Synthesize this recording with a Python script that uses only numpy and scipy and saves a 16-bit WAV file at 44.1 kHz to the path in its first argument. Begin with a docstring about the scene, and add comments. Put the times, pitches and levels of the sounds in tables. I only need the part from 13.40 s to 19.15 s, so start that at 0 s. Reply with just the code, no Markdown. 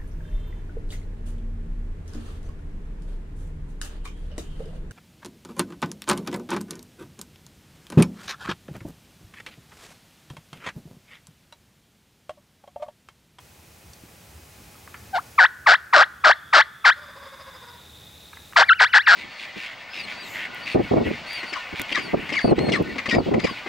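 """Quiet country air at a wooded field edge and a few faint ticks come first; then a turkey yelps close by.
Seven spaced yelps, then a fast run joined by a thin whistle: a membrane falls in pitch, breaks into a
fluttering rasp and swoops up again, coloured by the throat and scattered back by the trees.
A far gobble of hoarse syllables, a shrilling insect, a chirping small bird and soft clicks lie behind.
The camera's gain control ducks under the loud yelps and slowly lets the background back up."""
import sys
import numpy as np
from scipy import signal
from scipy.fft import rfft, irfft
from scipy.io import wavfile
from scipy.ndimage import uniform_filter1d, minimum_filter1d

SR = 44100
rng = np.random.default_rng(int(sys.argv[2]) if len(sys.argv) > 2 else 0)


def to_wav(s):
    """Save 16-bit WAV."""
    ch = np.atleast_2d(s).T  # columns
    pcm = np.round(np.clip(ch, -1, 1) * 32767)  # PCM
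    wavfile.write(sys.argv[1], SR, pcm.astype(np.int16))


N = 253575
T = np.arange(N) / SR  # seconds
BINS = np.arange(N + 1) * SR / (2 * N)  # Hz, for a spectrum padded to twice the length
TOP_HZ = 15800  # top of the microphone's band

# Near turkey, one row a yelp; whistle_hz tops the whistle into the next yelp, 0 for none:
# start_s, rasp_length_s, climb_length_s, lowest_pitch_hz, effort_db, rasp_0_to_1, whistle_hz
YELPS = [ (1.732, .037, .018, 700, -17.5, .28, 0), (1.982, .056, .018, 750, -1, .45, 0),
         (2.263, .070, .021, 660, 0, .7, 0), (2.528, .091, .018, 570, .5, .68, 0),
         (2.839, .067, .024, 600, 1, .8, 0), (3.128, .074, .022, 630, 1, .8, 0),
         (3.444, .047, .033, 700, .5, .66, 0), (5.161, .059, .021, 570, -.5, .95, 2400),
         (5.287, .026, .012, 1320, 2, .16, 2950), (5.394, .039, .033, 750, 0, .88, 3050),
         (5.532, .041, .036, 770, 2, .56, 2900), (5.666, .085, .020, 740, 2.5, .56, 0)]
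# Throat and open beak of the near turkey: frequency_hz, relative_level_db
THROAT = [(150, -26), (400, -11.5), (630, -4.5), (850, -5.5), (1100, -3), (1480, 2.5), (1900, -3),
          (2500, -10), (3400, -8), (4400, -7), (5300, -12), (6400, -23), (7700, -24), (10500, -47)]
# Near turkey at the two microphone ports: frequency_hz, left_minus_right_db
PORT_BALANCE = [(60, 0.5), (110, 0.5), (200, 0.5), (380, 0.5), (700, 1.5), (1290, 2.0), (2380, 2.5),
                (4400, 0.0), (8120, 0.0), (15000, 0.0)]
# Near turkey at the two microphone ports: frequency_hz, left_lead_radians
PORT_PHASE = [(0, 0), (600, -0.6), (1030, -0.5), (1290, -0.8), (1720, -0.5), (2150, -0.9), (3270, -0.4),
              (5170, -0.1), (5600, -0.2), (6290, -0.0), (15600, -0.0), (16000, -0.1)]
# What the trees send back: frequency_hz, level_db
WOODS_COLOUR = [(300, -30), (700, -13), (1150, -2), (1600, 0), (2000, -3), (2700, -12), (4500, -8),
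                (8000, -18)]
# Syllables of the far gobble: middle_s
GOBBLE_SYLLABLES = [3.585, 3.635, 3.695, 3.775, 3.83, 3.87, 3.94, 4.01, 4.085, 4.155, 4.235, 4.29, 4.35]
# Colour of the far gobble: frequency_hz, relative_level_db
GOBBLE_COLOUR = [(300, -20), (540, 0), (720, -7), (950, 1), (1400, -3), (2000, -5), (2800, -17),
                 (4200, -18), (5000, -8), (5500, -23), (9000, -36)]
# Faint ticks and knocks; the last four, near 1400 Hz, are soft clicks, perhaps of the beak:
# time_s, level_db, centre_hz, decay_s
TICKS = [(.533, -34, 5500, .005), (.634, -35, 230, .012), (1.354, -43, 1000, .008),
         (1.475, -33, 1200, .004), (1.542, -31, 1600, .011), (4.931, -25, 1400, .003),
         (4.970, -25.5, 1400, .003), (5.125, -28, 1400, .002), (5.133, -23, 1400, .002)]
# Spectrum of the open air: frequency_hz, relative_density_db_per_hz
AIR_COLOUR = [(25, -28), (45, -18), (70, -2), (120, -6), (200, -10), (300, -15), (500, -16), (800, -19),
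              (1300, -22.5), (2400, -21.5), (3500, -25), (6000, -25), (10000, -27.5), (15500, -29)]
# Stereo width of the air, before its overall side level: frequency_hz, side_minus_mid_db
AIR_SIDE = [(60, -25), (110, -20), (200, -12), (380, -4), (700, -1), (1290, 0), (2380, -4), (4400, -6),
            (8120, -11), (15000, -23)]
# Faint, nearly steady tones in the air: frequency_hz, level_db
HUM = [(80, -57), (842, -64), (2523, -64)]

# Yelp pitch
BREAK_HZ = 940  # the voice turns raspy below about this pitch
ONSET_HZ, ONSET_OCT_PER_DB = 1330, .045  # a yelp out of silence starts higher the harder it is pushed
END_HZ, END_OCT_PER_DB = 2100, .02  # and it climbs higher at its end
FALL_S, HARSH_FALL_S = .019, .005  # fall into the trough, for a clear and for a fully raspy yelp
RUN_ONSET_HZ, RUN_FALL_S = 2250, .012  # the fall out of a whistle
TROUGH_POWER, EDGE_RASP = 2.4, .55  # flatness of the pitch trough; share of the rasp left at its edges
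LEAP_S, LEAP_SHARE = .006, .7  # leap out of the rasp to this share of the end pitch
CLEAR_RASP = .07  # rasp left in the climb and the whistle

# Yelp level and partials
FADE_S = .008  # to and from silence
ONSET_DB, FALL_DB, END_DB, WHISTLE_DB = -15, -2.5, -22, -32  # re the trough
CLIMB_DB_PER_S, CLIMB_SAG_DB = -220, -3.5  # a slower climb is softer, and weakens on the way up
FUNDAMENTAL_DB, FUNDAMENTAL_PER_DB = -1.5, -1.1  # re the octave: effort shifts energy up into the octave
PURE_PER_DB = .2  # the fundamental gains as the note thins out towards its ends and in the whistle
LOCK_HZ, LOCK_WIDTH_HZ, LOCK_DB = 1500, 230, 7  # a partial on the throat's main resonance takes over
# upper partials: when clear, gain at full rasp, loss at the trough's edges
UPPER_DB, UPPER_RASP_DB, UPPER_EDGE_DB = -14.5, 13.5, -8
FLUTTER_HZ, FLUTTER_RASP_HZ = 110, 160  # mean flutter rate when clear, and its gain at full rasp

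# Far and faint sources
GOBBLE_HZ, GOBBLE_SAG_HZ_PER_S = 605, 150  # its pitch sags as it goes on
GOBBLE_DB, GOBBLE_HOLD_S, GOBBLE_FADE_DB_PER_S = -34.5, .5, 30  # its level holds, then fades
INSECT_START_S, INSECT_STOP_S, INSECT_FADE_S, INSECT_DB = 2.65, 5.25, .3, -45.5
INSECT_HZ, INSECT_RISE_HZ_PER_S = 3380, 160  # the shrilling creeps up in pitch
INSECT_WIDTH_HZ, INSECT_SPREAD_HZ_PER_S = 60, 65  # and grows coarser
CHIRP_START_S, CHIRP_EVERY_S, CHIRP_HZ, CHIRP_DB = 4.017, .137, 5020, -47
TICK_WIDTH_OCT, TICK_ATTACK_S = .5, .0006
AIR_DB = -44  # level of the mid channel, before the rumble wanders

# Gain control; it starts this far turned down
AGC_THRESHOLD_DB, AGC_RELEASE_S, AGC_START_DB = -8.5, 2.05, 8


def undb(db):
    """Decibels to gain."""
    return 10 ** (np.asarray(db) / 20)


def unit(x):
    """Scale to rms 1."""
    return x / np.sqrt(np.mean(x ** 2))


def over_bins(points):
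    """Join (Hz, value) points on a log-frequency axis."""
    hz, value = np.transpose(points)
    return np.interp(np.log(BINS + 1), np.log(hz), value)


def filtered(x, gain):
    """Apply one gain per frequency."""
    return irfft(rfft(x, 2 * N) * gain)[..., :N]


def body(points):
    """Causal, minimum-phase response of a resonating body with this (Hz, dB) outline."""
    cepstrum = irfft(np.log(undb(over_bins(points))))
    cepstrum[1:N] *= 2
    cepstrum[N + 1:] = 0
    return np.exp(rfft(cepstrum))


def wander(hz):
    """Smooth chance of spread 1 that moves little faster than hz."""
    return unit(filtered(rng.standard_normal(N), 1 / (1 + (BINS / hz) ** 4)))


def pulses(hz, first_db, upper_db, tilt_db, bend=0, count=16):
    """Partials of a vibrating membrane: fundamental, octave, and upper ones tilted by tilt_db an octave."""
    phase = 2 * np.pi * np.cumsum(hz) / SR + bend
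    low = undb(first_db) * np.cos(phase) + np.cos(2 * phase)
    upper = 0
    for k in range(3, count):
        level = undb(tilt_db * np.log2(k / 3)) * (k * hz < TOP_HZ)
        upper = upper + level * np.cos(k * phase + rng.uniform(0, 2 * np.pi))
    return low + undb(upper_db) * upper


def turkey(jitter=.12, slip=.42, shimmer=.45, beat=.9, pull=.4, flutter_drift=.17, hiss_db=-6.5,
           clear_db=-3, tilt_db=-2.5, swap_db=6, pure_db=3.5, stiff_hz=4300):
    """One membrane sets the pitch; a slower, unsteady flutter chops and bends it; the throat colours both."""
    hz, db, rasp, flutter_hz, first_db, upper_db = gestures()
    flap = 2 * np.pi * np.cumsum(flutter_hz * (1 + flutter_drift * wander(90))) / SR
    rasp = np.clip(rasp, 0, 1)
    hz = hz * (1 + (.003 + jitter * rasp ** 1.5) * wander(90))
    bend = rasp * (pull * np.sin(flap) + slip * wander(380))
    # once the voice breaks, upper partials grow and energy swaps to and fro between fundamental and octave
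    broken = np.clip(rasp / .38, 0, 1)
    first_db = np.maximum(first_db, first_db * broken)
    first_db = first_db + pure_db * (1 - broken) + swap_db * rasp * wander(70)
    bright_db = upper_db + clear_db * (1 - broken) + 4 * rasp * wander(60)
    tone = pulses(hz, first_db, bright_db, tilt_db, bend=bend)
    # in the clear notes the membrane no longer slaps shut, so the highest partials drop away
    soft = filtered(tone, .15 + .85 / (1 + (BINS / stiff_hz) ** 12))
    tone = broken * tone + (1 - broken) * soft
    # air tears through the gap: the hiss follows the size of the membrane's swing
    hiss = undb(hiss_db + .8 * upper_db) * rasp ** 1.5 * rng.standard_normal(N) * (2 + 2 * np.abs(tone))
    # the flutter is deep and regular in a light rasp and gives way to chaos in a harsh one
    flutter = beat * broken ** 2 * (1.2 - rasp) * np.cos(flap)
    chop = np.maximum(1 + flutter + shimmer * rasp * wander(220), .1)
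    voice = filtered((tone + hiss) * chop, body(THROAT))
    # the drive, not the pitch, decides how loud the note comes out
    power = uniform_filter1d(uniform_filter1d(voice ** 2, size=260), size=260)
    return voice / np.sqrt(power + 1e-9) * undb(db + 1.4 * rasp * wander(60))


def gestures():
    """String the yelps into pitch, level, rasp, flutter, fundamental and upper partials."""
    knots, in_run = [], False
    for i, (start, hold, climb, low, effort, rasp, whistle_hz) in enumerate(YELPS):
        note = yelp(start, hold, climb, low, effort, rasp, in_run)
        first = note[0][1]
        end, last = note[-1][:2]
        if not in_run:
            note.append((start - FADE_S, first, -70, 0, UPPER_EDGE_DB))
        in_run = whistle_hz > 0
        if in_run:
            note += whistle(end, YELPS[i + 1][0], last, whistle_hz, effort)
        else:
            note.append((end + FADE_S, last, -70, 0, UPPER_EDGE_DB))
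        # effort and rasp set the colour
        flutter = FLUTTER_HZ + FLUTTER_RASP_HZ * rasp
        locked = np.exp(-((np.array([low, 2 * low]) - LOCK_HZ) / LOCK_WIDTH_HZ) ** 2)
        fundamental = FUNDAMENTAL_DB + FUNDAMENTAL_PER_DB * effort + LOCK_DB * (locked[0] - locked[1])
        upper = max(fundamental, 0) + UPPER_DB + UPPER_RASP_DB * rasp
        for s, hz, db, rough, dulling in note:
            thinned = fundamental + PURE_PER_DB * (effort - db)
            knots.append((s, hz, db, rough, flutter, thinned, upper + dulling))
    s, *columns = np.transpose(sorted(knots))
    return [uniform_filter1d(np.interp(T, s, c), size=130) for c in columns]


def yelp(start, hold, climb, low, effort, rasp, in_run):
    """One yelp as points (s, Hz, dB, rasp, upper partials dB): fall, raspy trough, leap to a rising note."""
    first = RUN_ONSET_HZ if in_run else ONSET_HZ * 2 ** (ONSET_OCT_PER_DB * effort)
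    last = END_HZ * 2 ** (END_OCT_PER_DB * effort)
    fall = RUN_FALL_S if in_run else np.interp(rasp, [0, 1], [FALL_S, HARSH_FALL_S])
    broken = start + fall
    mended = broken + hold
    end = mended + climb
    edge = max(BREAK_HZ, 1.15 * low)
    entry = min(edge, first)
    climb_db = effort + CLIMB_DB_PER_S * climb
    falling = [(start, first, effort + ONSET_DB, 0, UPPER_EDGE_DB),
               (start + .6 * fall, np.sqrt(first * entry), effort + FALL_DB, .2 * rasp, UPPER_EDGE_DB)]
    trough = []
    for u in np.linspace(-1, 1, 9):  # from edge to edge, lowest at 0
        side_hz = entry if u < 0 else edge
        hz = low + (side_hz - low) * abs(u) ** TROUGH_POWER
        rough = rasp * (1 - (1 - EDGE_RASP) * u * u)
        trough.append((broken + hold * (u + 1) / 2, hz, effort, rough, UPPER_EDGE_DB * u * u))
    rising = [(mended + LEAP_S, LEAP_SHARE * last, climb_db, .15 * rasp, UPPER_EDGE_DB),
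              (end - .35 * climb, .83 * last, climb_db + CLIMB_SAG_DB, CLEAR_RASP, UPPER_EDGE_DB),
              (end, last, effort + END_DB, CLEAR_RASP, UPPER_EDGE_DB)]
    return falling + trough + rising


def whistle(start, stop, from_hz, top_hz, effort):
    """In a run the tightened membrane keeps singing in an arch up to the next yelp."""
    points = []
    for u in np.linspace(-1, 1, 8)[1:-1]:
        side_hz = from_hz if u < 0 else RUN_ONSET_HZ
        hz = top_hz + (side_hz - top_hz) * u * u
        s = start + (stop - start) * (u + 1) / 2
        points.append((s, hz, effort + WHISTLE_DB, CLEAR_RASP, UPPER_EDGE_DB))
    return points


def undergrowth(x, wet_db=-24, t60=.23):
    """Stems and the ground close by add a brief, bright blur."""
    tail = rng.standard_normal(N) * np.exp(-np.log(1000) * T / t60) * (T > .002)
    return undb(wet_db) * signal.fftconvolve(x, tail / np.sqrt(np.sum(tail ** 2)))[:N]


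def ports(x):
    """The near bird reaches the two microphone ports with different level and phase, mostly louder left."""
    half = undb(over_bins(PORT_BALANCE) / 2) * np.exp(.5j * over_bins(PORT_PHASE))
    return np.array([filtered(x, half), filtered(x, 1 / half)])


def woods(x, wet_db, t60, first_s=.01, side=.4):
    """Trunks and the field edge scatter back mostly the middle of the sound, as a decaying noise tail."""
    decay = np.exp(-np.log(1000) * T / t60)
    build_up = 1 - np.exp(-(T / first_s) ** 2)
    tails = rng.standard_normal((2, N)) * decay * build_up
    colour = undb(over_bins(WOODS_COLOUR))
    mid, wide = (filtered(signal.fftconvolve(x, tail / np.sqrt(np.sum(tail ** 2)))[:N], colour)
                 for tail in tails)
    return undb(wet_db) * np.array([mid + side * wide, mid - side * wide])


def gobble(length_s=.014, jitter=.07, arch=.06, hiss_db=8, upper_db=-2, tilt_db=-1):
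    """A far tom rattles off hoarse syllables, each a small arch in pitch; the series sags and fades."""
    since = np.clip(T, GOBBLE_SYLLABLES[0], GOBBLE_SYLLABLES[-1]) - GOBBLE_SYLLABLES[0]
    bumps = np.exp(-.5 * ((T - np.array(GOBBLE_SYLLABLES)[:, None]) / length_s) ** 2).sum(0)
    sagging_hz = GOBBLE_HZ - GOBBLE_SAG_HZ_PER_S * since
    pitch = sagging_hz * (1 + arch * (bumps - 1) + jitter * wander(250))
    source = pulses(pitch, 0, upper_db, tilt_db) + undb(hiss_db) * rng.standard_normal(N)
    db = GOBBLE_DB - GOBBLE_FADE_DB_PER_S * np.maximum(since - GOBBLE_HOLD_S, 0)
    return unit(filtered(source, body(GOBBLE_COLOUR))) * undb(db) * bumps


def insect(scrape_hz=210):
    """A narrow shrilling far out in the grass, a jittered tone in random scrapes: it fades in and out."""
    since = np.maximum(T - INSECT_START_S, 0)
    envelope = np.clip(np.minimum(since, INSECT_STOP_S - T) / INSECT_FADE_S, 0, 1)
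    hz = INSECT_HZ + INSECT_RISE_HZ_PER_S * since
    width = INSECT_WIDTH_HZ + INSECT_SPREAD_HZ_PER_S * since
    phase = 2 * np.pi * np.cumsum(hz + width * wander(1200)) / SR
    shrill = np.sin(phase) * wander(scrape_hz) + np.cos(phase) * wander(scrape_hz)
    return undb(INSECT_DB) * envelope * unit(shrill)


def chirps(length_s=.011, waver_hz=90, count=3):
    """A small far bird gives a few thin, evenly spaced chirps, each a short wavering tone."""
    middles = CHIRP_START_S + CHIRP_EVERY_S * np.arange(count)
    bumps = np.exp(-.5 * ((T - middles[:, None]) / length_s) ** 2).sum(0)
    phase = 2 * np.pi * np.cumsum(CHIRP_HZ + waver_hz * wander(400)) / SR
    return undb(CHIRP_DB) * bumps * unit(np.sin(phase))


def ticks():
    """Faint ticks and knocks, then four soft clicks, perhaps of the beak: short bursts of band-limited noise."""
    out = np.zeros(N)
    for s, db, hz, decay in TICKS:
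        band = np.exp(-.5 * (np.log2((BINS + 1) / hz) / TICK_WIDTH_OCT) ** 2)
        ring = unit(filtered(rng.standard_normal(N), band))
        envelope = np.clip((T - s) / TICK_ATTACK_S, 0, 1) * np.exp(-np.abs(T - s) / decay)
        out += undb(db) * ring * envelope
    return out


def air(rumble_walk_db=1.5, side_db=-4):
    """Low far rumble, soft hiss and a faint hum, nearly alike on both sides."""
    colour = undb(over_bins(AIR_COLOUR))
    mid, side = (unit(filtered(rng.standard_normal(N), colour)) for _ in range(2))
    side = undb(side_db) * filtered(side, undb(over_bins(AIR_SIDE)))
    rumble = filtered(mid, 1 / (1 + (BINS / 400) ** 2))
    mid = mid + rumble * (undb(rumble_walk_db * wander(6)) - 1)
    hum = np.zeros(N)
    for hz, db in HUM:
        hum += undb(db) * unit(np.sin(2 * np.pi * np.cumsum(hz + 2 * wander(8)) / SR))
    return undb(AIR_DB) * np.array([mid + side, mid - side]) + hum


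def scene():
    """The near bird and its echo, the far tom, an insect, a small bird, faint ticks and clicks, and the air."""
    near = turkey()
    tom = gobble()
    small = insect() + chirps() + ticks()
    close = ports(near + undergrowth(near)) + woods(near, wet_db=-25.5, t60=.9)
    far = tom + woods(tom, wet_db=1, t60=.9)
    faint = small + woods(small, wet_db=-7, t60=.6)
    return close + far + faint + air()


def gain_control(x):
    """Turn down at once by as much as the level passes the threshold, then recover slowly."""
    power = np.abs(uniform_filter1d(np.mean(x ** 2, axis=0), size=300))
    level_db = 10 * np.log10(power + 1e-12)
    recovery = np.exp(-T / AGC_RELEASE_S)
    # dividing by the recovery lets a running maximum hold the strongest cut still in force
    wanted = np.maximum((level_db - AGC_THRESHOLD_DB) / recovery, AGC_START_DB)
    cut_db = recovery * np.maximum.accumulate(wanted)
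    return x * undb(-cut_db)


def record(dry, ceiling=.95):
    """The camera's gain control rides the level, a fast limiter holds down the peaks; the top is cut."""
    ridden = gain_control(dry)
    allowed = np.minimum(1, ceiling / (np.abs(ridden).max(axis=0) + 1e-9))
    held = minimum_filter1d(allowed, size=81)
    gain = uniform_filter1d(uniform_filter1d(held, size=41), size=41)
    top_cut = signal.ellip(10, .2, 80, TOP_HZ, fs=SR, output="sos")
    return signal.sosfilt(top_cut, ridden * gain)


dry = scene()
out = record(dry)
to_wav(out)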